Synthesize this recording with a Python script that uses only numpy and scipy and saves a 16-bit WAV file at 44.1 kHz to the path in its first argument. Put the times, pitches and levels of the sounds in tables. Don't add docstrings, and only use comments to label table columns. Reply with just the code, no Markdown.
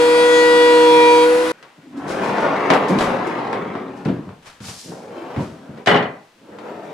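import sys
import numpy as np
from scipy import signal
from scipy.fft import rfft, irfft, next_fast_len
from scipy.io import wavfile
from scipy.ndimage import uniform_filter1d, minimum_filter1d

SR = 44100
rng = np.random.default_rng(int(sys.argv[2]) if len(sys.argv) > 2 else 0)


def put_to_file(sound):
    columns = np.atleast_2d(sound).T
    safe = np.clip(columns, -1, 1)
    whole_steps = np.round(safe * 32767)
    wavfile.write(sys.argv[1], SR, whole_steps.astype(np.int16))


N = 305613
TIME = np.arange(N) / SR


def amp(db):
    return 10 ** (np.asarray(db) / 20)


def evened(x):
    return x / np.sqrt(np.mean(x ** 2) + 1e-20)


def at_level(sound, db):
    return amp(db) * sound / np.sqrt(np.mean(sound[:, :SR // 25] ** 2))


def read(points, hz):
    f, value = np.transpose(points)
    return np.interp(np.log(hz + 1), np.log(f + 1), value)


def curves(rows):
    s, *columns = np.transpose(rows)
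    return [np.interp(TIME, s, column) for column in columns]


def add(mix, s, sound):
    part = mix[:, round(s * SR):][:, :sound.shape[1]]
    part += sound[:, :part.shape[1]]


def wander(rate, size=N):
    knots = rng.standard_normal(2048)
    return np.interp(TIME[:size] * rate, np.arange(len(knots)), knots)


def colour(x, spectrum, tilt_db=0, pitch=1):
    hz = abs(np.fft.fftfreq(4096, 1 / SR))
    tilt = tilt_db * np.log2(np.clip(hz, 200, 5000) / 1000)
    log_gain = np.log(amp(read(spectrum, hz / pitch) + tilt))
    taps = np.fft.ifft(np.exp(np.conj(signal.hilbert(log_gain)))).real
    return signal.fftconvolve(x, taps[None, :len(taps) // 2], axes=1)[:, :x.shape[1]]


# f/Hz, left-right likeness (1 = same)
LIKENESS = [(60, 1), (250, .98), (450, 0.87), (700, 0.58), (1400, 0.57), (3000, 0.45), (7000, 0.38),
            (14000, 1)]
# f/Hz, left minus right level/dB
BALANCE_DB = [(150, 0), (380, 0.8), (700, 2.5), (2400, 3), (4400, 1.5), (14000, 1)]


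def ports(x):
    size = next_fast_len(x.shape[1])
    a, b = rfft(x, size)
    hz = np.fft.rfftfreq(size, 1 / SR)
    same = np.clip(read(LIKENESS, hz), -1, 1)
    lean = amp(read(BALANCE_DB, hz) / 2)
    mid = a * np.sqrt((1 + same) / 2)
    side = b * np.sqrt((1 - same) / 2)
    return irfft(np.array([(mid + side) * lean, (mid - side) / lean]), size)[:, :x.shape[1]]


def hiss(size=N):
    return ports(rng.standard_normal((2, size)))


# f/Hz, t60/s (before scaling by `length`)
WORKSHOP_T60 = [(80, 0.56), (250, 0.49), (1000, 0.53), (3000, 0.3341), (6000, 0.15), (14000, 0.41)]


def response(early_db, early_t60, length=1):
    size = SR * 3 // 4
    hz, t, z = signal.stft(hiss(size), SR, nperseg=256)
    decay = amp(-60 * t / (length * read(WORKSHOP_T60, hz)[:, None]))
    tail = signal.istft(z * decay, SR, nperseg=256)[1][:, :size]
    crack = hiss(size) * amp(-60 * TIME[:size] / early_t60)
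    return evened(tail) + amp(early_db) * evened(crack)


def ringing(modes, size, contact=0.0012):
    t, out = TIME[:size], 0
    for hz, db, t60 in modes:
        turn = rng.random() + rng.standard_normal((2, 1)) * min(hz / 6000, 0.3)
        out = out + amp(db - 60 * t / t60) * np.sin(2 * np.pi * (hz * t + turn))
    return evened(out * np.minimum(t / contact, 1))


def blows(rows, body, modes, gain_db, ring_db, early_db, early_t60, length, soft_after=np.inf, soft_hz=5500):
    out = np.zeros((2, N))
    for s, db, tilt_db in rows:
        hit = colour(response(early_db, early_t60, length), body, tilt_db)
        if s - rows[0][0] > soft_after:
            hit = signal.lfilter(*signal.butter(2, soft_hz, fs=SR), hit)
        ring = amp(ring_db) * ringing(modes, hit.shape[1])
        add(out, s, at_level(evened(hit) + ring, db + gain_db))
    return out


def speed(t, speeding, slowing, creep):
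    rise = np.sin(np.pi / 2 * np.clip(t / speeding, 0, 1))
    fall = np.cos(np.pi / 2 * np.clip((t - speeding) / slowing, 0, 1))
    return np.clip(rise * (creep + (1 - creep) * fall), 0, 1)


SPEED_POWERS = (1.565, 0.77, 1.82)
STOP_S = 0.12


def rolling(strokes, body, bumps_per_s, spread_db, uneven_db):
    out, step = np.zeros((2, N)), SR // 6
    for start, length, speeding, slowing, creep, *levels in strokes:
        t = TIME[:round(length * SR)]
        shaken = np.zeros((2, next_fast_len(len(t) + step)))
        for at in range(0, len(t) + step, step):
            sizes = amp(spread_db * np.minimum(rng.exponential(1, step), 4))
            struck = rng.random(step) < bumps_per_s / SR
            bumps = struck * rng.choice([-1, 1], step) * sizes
            box = evened(colour(response(early_db=0.0, early_t60=0.033), body))
            add(shaken, at / SR, signal.fftconvolve(evened(bumps)[None], box, axes=1))
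        hz, spectrum = np.fft.rfftfreq(shaken.shape[1], 1 / SR), rfft(shaken)
        rumble = 1 / (1 + (hz / 320) ** 6)
        chatter = 1 - 1 / (1 + (hz / 1600) ** 6)
        bands = (1 - rumble - chatter, rumble, chatter)
        pace = speed(t, speeding, slowing, creep) * amp(uneven_db * wander(12.6, len(t)))
        stop = np.clip((length - t) / STOP_S, 0, 1)
        for db, power, band in zip(levels, SPEED_POWERS, bands):
            part = irfft(spectrum * band, shaken.shape[1])[:, step:step + len(t)]
            add(out, start, amp(db) * pace ** power * stop * evened(part))
    return out


# f/Hz, relative level/dB per Hz
AIR_SPECTRUM = [(25, -12.5), (60, -41), (125, -7), (300, -6.5), (1000, -9), (3000, -12), (8000, -22.5),
                (15000, -36)]


def shop_air():
    return amp(-55) * evened(colour(hiss(), AIR_SPECTRUM))


# f/Hz, relative level/dB per Hz
GRIT_SPECTRUM = [(300, -18.5), (1200, -1.5), (2500, -1.5), (5300, -1), (8500, -7.5), (11000, -13.5),
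                 (15500, -34)]
# start t/s, peak level/dB
# (before the grain), rise t/s, decay t60/s, tilt/dB per octave
SCUFFS = [(1.96, -50, 0.015, 0.77, -2), (2.067, -36, 0.026, 0.83, -3), (2.099, -34.5, 0.016, .25, -5.5),
          (2.199, -34.5, 0.051, 0.69, -5.5), (2.4, -43, 0.0061, 0.33, 1), (2.88, -36.5, .005, 0.39, 1),
          (2.972, -23.5, 0.041, 0.45, -7), (3.266, -37.5, 0.0044, .2, -4.5), (3.959, -52.5, 0.012, .4, -2),
          (4.423, -50, 0.0025, 1, -6.5), (4.445, -39, 0.024, 0.44, -5), (4.599, -34.5, 0.095, .45, 6),
          (4.68, -39, 0.12, 0.83, 9), (4.78, -44, 0.1, 0.3, 5), (5.35, -43, 0.074, 0.69, -4),
          (6.82, -60, 0.026, .3, 7)]


def scuffs(grain_db=1.0):
    out, t = np.zeros((2, N)), TIME[:SR]
    for s, db, rise, t60, tilt_db in SCUFFS:
        stroke = np.minimum(t / rise, 1) * amp(-60 * np.maximum(t - rise, 0) / t60)
        grain = amp(db + grain_db * wander(245, SR))
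        add(out, s, stroke * grain * evened(colour(hiss(SR), GRIT_SPECTRUM, tilt_db)))
    return out


# f/Hz, relative level/dB per Hz
THUD_BODY = [(18, -59), (30, -35), (101, -3.5), (229, 1.5), (296, -3.5), (641, -16.5), (1050, -23),
             (1260, -17.5), (1390, -24), (3450, -33.5), (6040, -48), (7120, -68), (8000, -43.5),
             (10400, -97), (17600, -120)]
# t/s, level/dB, pitch as a factor
THUDS = [(1.779, -46.5, 1.16), (2.904, -15.5, 1.48), (2.925, -18, 1.4), (4.056, -18, 1.14),
         (4.085, -20, 1.35), (4.16, -33.5, 0.87), (4.27, -35.5, 0.78), (4.31, -60, 1.5), (4.603, -37, 0.82),
         (4.68, -38, 0.8), (4.847, -42, 1.27), (4.881, -34, 1.28), (5.364, -21, 0.89), (5.383, -28, 1.1),
         (5.69, -35, 1), (5.738, -40, 1.1), (6.524, -50, 1.4)]


def thuds(panel_hz=135, panel_db=-5, panel_t60=0.089):
    out = np.zeros((2, N))
    for s, db, pitch in THUDS:
        blow = response(early_db=0.0, early_t60=0.44, length=0.68)
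        push = evened(colour(blow, THUD_BODY, tilt_db=-1.84, pitch=pitch))
        t = TIME[:push.shape[1]]
        swing = (1 - np.exp(-t / 0.01)) ** 3 * amp(-60 * t / panel_t60)
        panel = swing * np.sin(2 * np.pi * panel_hz * pitch * t)
        add(out, s, at_level(push + amp(panel_db) * evened(panel), db))
    return out


# t/s, level/dB
CLINKS = [(5.877, -19.5), (5.914, -24), (5.942, -31), (5.972, -30), (6.006, -37), (6.057, -42)]
# f/Hz, relative level/dB, t60/s
CLAMP_MODES = [(1965, -4.5, 0.45), (2000, -6, .45), (2960, -5, 0.082), (2964, 8.5, 0.06), (3120, -15, 0.25)]


def clinks():
    out = np.zeros((2, N))
    for s, db in CLINKS:
        add(out, s, at_level(ringing(CLAMP_MODES, SR // 2), db))
    return out


# t/s, level/dB (before gain_db), tilt/dB per octave
SLAMS = [(5.861, -26.5, 5), (5.872, -12.5, 1.2), (5.88, -15, -1), (5.912, -14.5, -2.5),
         (5.944, -15.5, -1.4), (5.96, -21, 1.7), (6.025, -28.5, 0.5)]
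# f/Hz, relative level/dB per Hz
SLAM_BODY = [(30, -66), (55, -46), (110, -10.5), (200, -4), (410, -7), (720, -2), (900, -7.5), (1340, -8),
             (2010, -8), (2560, -17.5), (3030, -12), (3700, -19.5), (8000, -36.5), (11000, -49.5),
             (15500, -64)]
# f/Hz, relative level/dB, t60/s
DRAWER_MODES = [(288, -2, 0.36), (417.7, 1.5, 0.38), (592, -11, 0.4), (637, -3, 0.3), (813, 0.5, 0.43),
                (970, -21, 0.43), (1040, -1.5, 0.34), (1530, -21, 0.47), (1800, -8, 0.47),
                (1934, -14, 0.41), (2270, -24, 0.19), (2430, -11, 0.44), (3000, -5, 0.089),
                (4270, -17, 0.38)]


def drawer_slam():
    return blows(SLAMS, SLAM_BODY, DRAWER_MODES, gain_db=0.5, ring_db=-6.5,
                 early_db=-11, early_t60=0.05, length=0.87, soft_after=0.065)


# start t/s, length t/s, speeding up t/s, slowing down t/s,
# final creep as a share of top speed, then at full speed rolling, rumble and ball chatter level/dB
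DRAWER_STROKES = [(4.78, 1.14, 0.41, 0.49, 0.5, -35.5, -43, -50), (6.35, .7, 0.5, 1.2, .4, -34.5, -43, -49)]
# f/Hz, relative level/dB per Hz
DRAWER_BODY = [(29, -69), (50, -39), (70, -49), (91, -13.5), (253, -0.5), (362, -0.5), (506, 0),
               (1140, -11.5), (1250, -14), (1380, -13), (2170, -20), (7160, -38.5), (8460, -44),
               (15000, -53)]


def drawer_rolling():
    return rolling(DRAWER_STROKES, DRAWER_BODY, bumps_per_s=2200, spread_db=3, uneven_db=2.1)


# start t/s, length t/s, level/dB
GROANS = [(1.83, .13, -41), (1.931, .13, -30)]


def groan(hz=285, width_hz=45, attack=0.026, release=0.075):
    out = np.zeros((2, N))
    for start, length, db in GROANS:
        t = TIME[:round(length * SR)]
        broad = signal.lfilter(*signal.iirpeak(hz, hz / width_hz / 2, SR), hiss(SR))
        tone = signal.lfilter(*signal.iirpeak(hz, hz / width_hz, SR), broad)
        envelope = np.clip(t / attack, 0, 1) * np.clip((length - t) / release, 0, 1)
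        add(out, start, amp(db) * envelope * evened(tone[:, -len(t):]))
    return out


# t/s, level/dB (before gain_db), tilt/dB per octave
KNOCKS = [(1.627, -34.5, 3.5), (2.37, -19.5, -1), (2.702, -1.5, -0.5), (2.715, -18, -4),
          (2.736, -14.5, 4.5), (2.987, -16.5, 4), (3.008, -11, 0), (3.529, -15, -1), (3.752, -18.5, -4.5),
          (4.051, -29.5, 4.5), (4.29, -33.5, -1.5), (4.603, -38, 4), (4.64, -32, 4), (4.683, -29.5, 2.5),
          (4.918, -25, -6.5), (5.042, -34, -5.5), (5.107, -30, -5.5), (5.362, -25.5, -1), (5.775, -36, 1),
          (6.586, -30.5, 1.5)]
# f/Hz, relative level/dB per Hz
KNOCK_BODY = [(47, -53), (80, -24), (190, -8), (355, -8), (450, -3), (1060, -6.5), (1320, -9),
              (2600, -16.5), (3700, -22), (5500, -29), (8000, -38), (11000, -47.5), (15000, -62)]
# f/Hz, relative level/dB, t60/s
CARRIAGE_MODES = [(447, 11.5, 0.51), (582, -2, 0.5), (764, 9.5, 0.36), (1100, -8, 0.23), (1250, -20, 0.18),
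                  (1790, -9.5, .3), (2430, -10.5, 0.064), (3200, -16, .3), (3680, -7, 0.27),
                  (4670, -12, .3), (5150, -6, 0.09)]


def knocks():
    return blows(KNOCKS, KNOCK_BODY, CARRIAGE_MODES, gain_db=-9.5, ring_db=-11,
                 early_db=-4.5, early_t60=0.04, length=1.0)


# start t/s, length t/s, speeding up t/s, slowing down t/s, final creep as a share of top speed,
# then at full speed rolling, rumble and ball chatter level/dB
HANDLING_AND_PUSH = [(1.51, 0.57, 0.027, .2, 0.65, -52.5, -63, -53.5),
                     (1.895, 2.51, 0.54, 1.677, .15, -20, -28.5, -31)]
# f/Hz, relative level/dB per Hz
CARRIAGE_BODY = [(30, -29), (55, -43), (80, -17), (130, -7), (195, 0.5), (290, 0.5), (420, 1), (670, -1.5),
                 (1060, -3.5), (1400, -8.5), (2070, -12.5), (5120, -31.5), (9090, -46.5), (15000, -60)]


def carriage_rolling():
    return rolling(HANDLING_AND_PUSH, CARRIAGE_BODY, bumps_per_s=2200, spread_db=3.5, uneven_db=0.14)


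def partial(angle, left_db, apart):
    sign = np.array([[1], [-1]]) / 2
    tone = amp(sign * left_db) * np.cos(angle + sign * apart)
    return tone / np.std(tone.mean(0))


BOARD_OUT_S, RELEASE_S = 1.232, 0.038


def unloaded(t, release):
    return np.clip((t - BOARD_OUT_S) / release, 0, 1) ** 2


# f/Hz, relative level/dB
KNIFE_TONES = [(2900, -5), (3900, -5), (4400, -3), (5500, -17), (6300, -15), (7500, -21), (9000, -16.5),
               (10300, -48), (12500, -47), (15000, -46)]
# f/Hz, relative level/dB
TURN_TONES = [(160, -12.5), (640, -7.5), (1100, -31), (2200, -14), (3200, -9.5), (5000, -11.5), (6500, -17),
              (10200, -23), (12500, -54), (15000, -46.5)]


def faint_overtones(turn, hz, loud, fading_db=6.5, scatter_db=2.0):
    upper = np.zeros((2, len(turn)))
    for order in np.setdiff1d(np.arange(1, 90), loud):
        db = read(TURN_TONES if order % KNIVES else KNIFE_TONES, order * hz.mean())
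        db = db + fading_db * wander(5.34, len(turn)) + scatter_db * rng.standard_normal((2, 1))
        phase = 2 * np.pi * (rng.random() + 0.12 * rng.standard_normal((2, 1)))
        upper += amp(db) * np.sin(order * turn + phase)
    return evened(upper)


# order of the turn, level/dB (before swell and waver),
# fall without the board/dB, left minus right level/dB, phase between the microphones/rad
WHINE = [(3, -12, 11, 1, 0.46), (6, -24, 8, -3, 1.04), (9, -36.5, 2, 6.5, 2.1), (12, -41.5, -2.5, 10, 1.5),
         (14, -43.5, 10, 3, 1), (15, -36, 8, 7, 1.8), (17, -45.5, 6, 6, 1), (18, -43.5, 10, -2, 1.2),
         (20, -42, 17, -6, 1), (21, -36.5, 23, 7, 1.94), (24, -42, 7, -1, 1), (27, -41, 10, 9, 1),
         (28, -50.5, 16, -7, 1), (30, -45.5, 11, 12, 1.5), (31, -55, 2, 7, 1), (39, -50, 12, 5, 1.1)]
# order of the turn, centre t/s, half width t/s, swell level/dB
SWELLS = [(3, 0.69, 0.2, 1.1), (6, .93, 0.43, 4.5), (6, 1.04, 0.2, 5), (9, 0.42, 0.34, 6),
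          (9, 1.28, 0.033, 7.5), (12, 0.48, 0.43, 15), (12, 1.044, 0.069, 11.5), (14, 1.15, 0.18, 8),
          (15, .66, 0.086, 4.5), (15, 1.046, 0.12, 9), (17, .7, 0.23, 4.5), (18, .62, 0.25, 8.5),
          (20, 1.4, .25, 7), (21, 0.86, 0.22, 3.5), (24, 1.05, 0.14, 4), (27, 0.89, 0.36, -1),
          (28, 1.2, .13, 8), (30, 0.55, 0.15, 6.5), (31, .45, 0.2, 14)]


def whine(turn, t, loud, idle, waver_db=2.5, stroke_release=0.21, stroke_hold=0.05):
    out = np.zeros((2, len(t)))
    for order, (_, db, fall_db, lean_db, apart) in zip(loud, WHINE):
        fallen = unloaded(t - stroke_hold, stroke_release) if order == KNIVES else idle
        swell = sum(gain_db * np.exp(-((t - centre) / width) ** 4)
                    for k, centre, width, gain_db in SWELLS if round(k) == order)
        waver = waver_db * order / np.median(loud) * wander(14.4, len(t))
        angle = order * turn + 2 * np.pi * rng.random()
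        out += amp(db + swell + waver - fall_db * fallen) * partial(angle, lean_db, apart)
    return out


# t/s, shaft f/Hz, level/dB
MOTOR = [(0.0, 311.4, -25.5), (0.066, 313.4, -26), (0.254, 314.9, -25.5), (0.976, 314.1, -20.5),
         (1.274, 314.4, -23.5), (1.394, 319.7, -28), (1.5, 319.7, -25.5)]


def motor(idle, whistle_hz=10200, whistle_db=-54, whistle_rise_db=4):
    size = len(idle)
    shaft_hz, shaft_db = (c[:size] for c in curves(MOTOR))
    hum = amp(shaft_db) * partial(2 * np.pi * np.cumsum(shaft_hz) / SR, left_db=-3.5, apart=0.2)
    whistle = whistle_hz * shaft_hz / np.median(shaft_hz) * (1 + 0.003 * wander(400, size))
    tone = partial(2 * np.pi * np.cumsum(whistle) / SR, left_db=1, apart=0.3)
    return hum + amp(whistle_db + whistle_rise_db * idle) * tone


# t/s, strokes f/Hz (before jitter)
KNIFE_RATE = [(0, 481), (.25, 485), (.75, 482.8), (1.02, 479.6), (1.2, 481.6), (1.3, 486.8), (1.41, 492.8),
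              (1.52, 493.6)]
# f/Hz, relative level/dB per Hz
RUSH_SPECTRUM = [(25, -24), (80, -18.5), (150, -13.5), (280, -3.5), (600, -2.5), (1300, -5), (2400, -12),
                 (4500, -17.5), (7000, -23.5), (10300, -26), (12500, -34.5), (15500, -47)]
KNIVES, PLANER_END = 3, 1.52


def planer(overtones_db=-33, overtones_fall_db=10, rush_db=-24.5, rush_fall_db=0.5, left_db=3, jitter=0.00062):
    size = round((PLANER_END + 0.01) * SR)
    t = TIME[:size]
    hz = curves(KNIFE_RATE)[0][:size] / KNIVES
    turn = 2 * np.pi * np.cumsum(hz * (1 + jitter * wander(90, size))) / SR
    loud = [round(row[0]) for row in WHINE]
    idle = unloaded(t, RELEASE_S)
    lean = amp([[left_db / 2], [-left_db / 2]])
    out = amp(overtones_db - overtones_fall_db * idle) * faint_overtones(turn, hz, loud) * lean
    out += whine(turn, t, loud, idle) + motor(idle)
    out += amp(rush_db - rush_fall_db * idle) * evened(colour(hiss(size), RUSH_SPECTRUM))
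    out *= np.clip((PLANER_END - t) / 0.0022, 0, 1)
    return np.pad(out, ((0, 0), (0, N - size)))


def scene():
    shop = shop_air() + scuffs() + thuds()
    drawer = clinks() + drawer_slam() + drawer_rolling()
    carriage = groan() + knocks() + carriage_rolling()
    return shop + drawer + carriage + planer()


EDGE_HZ = 15700


def record(dry, ceiling=1.0):
    allowed = ceiling / np.maximum(abs(dry).max(0), ceiling)
    gain = uniform_filter1d(minimum_filter1d(allowed, size=129), size=129)
    low_pass = signal.firwin(511, EDGE_HZ, window=("kaiser", 9), fs=SR)
    return signal.oaconvolve(dry * gain, low_pass[None], "same")


dry = scene()
out = record(dry)
put_to_file(out)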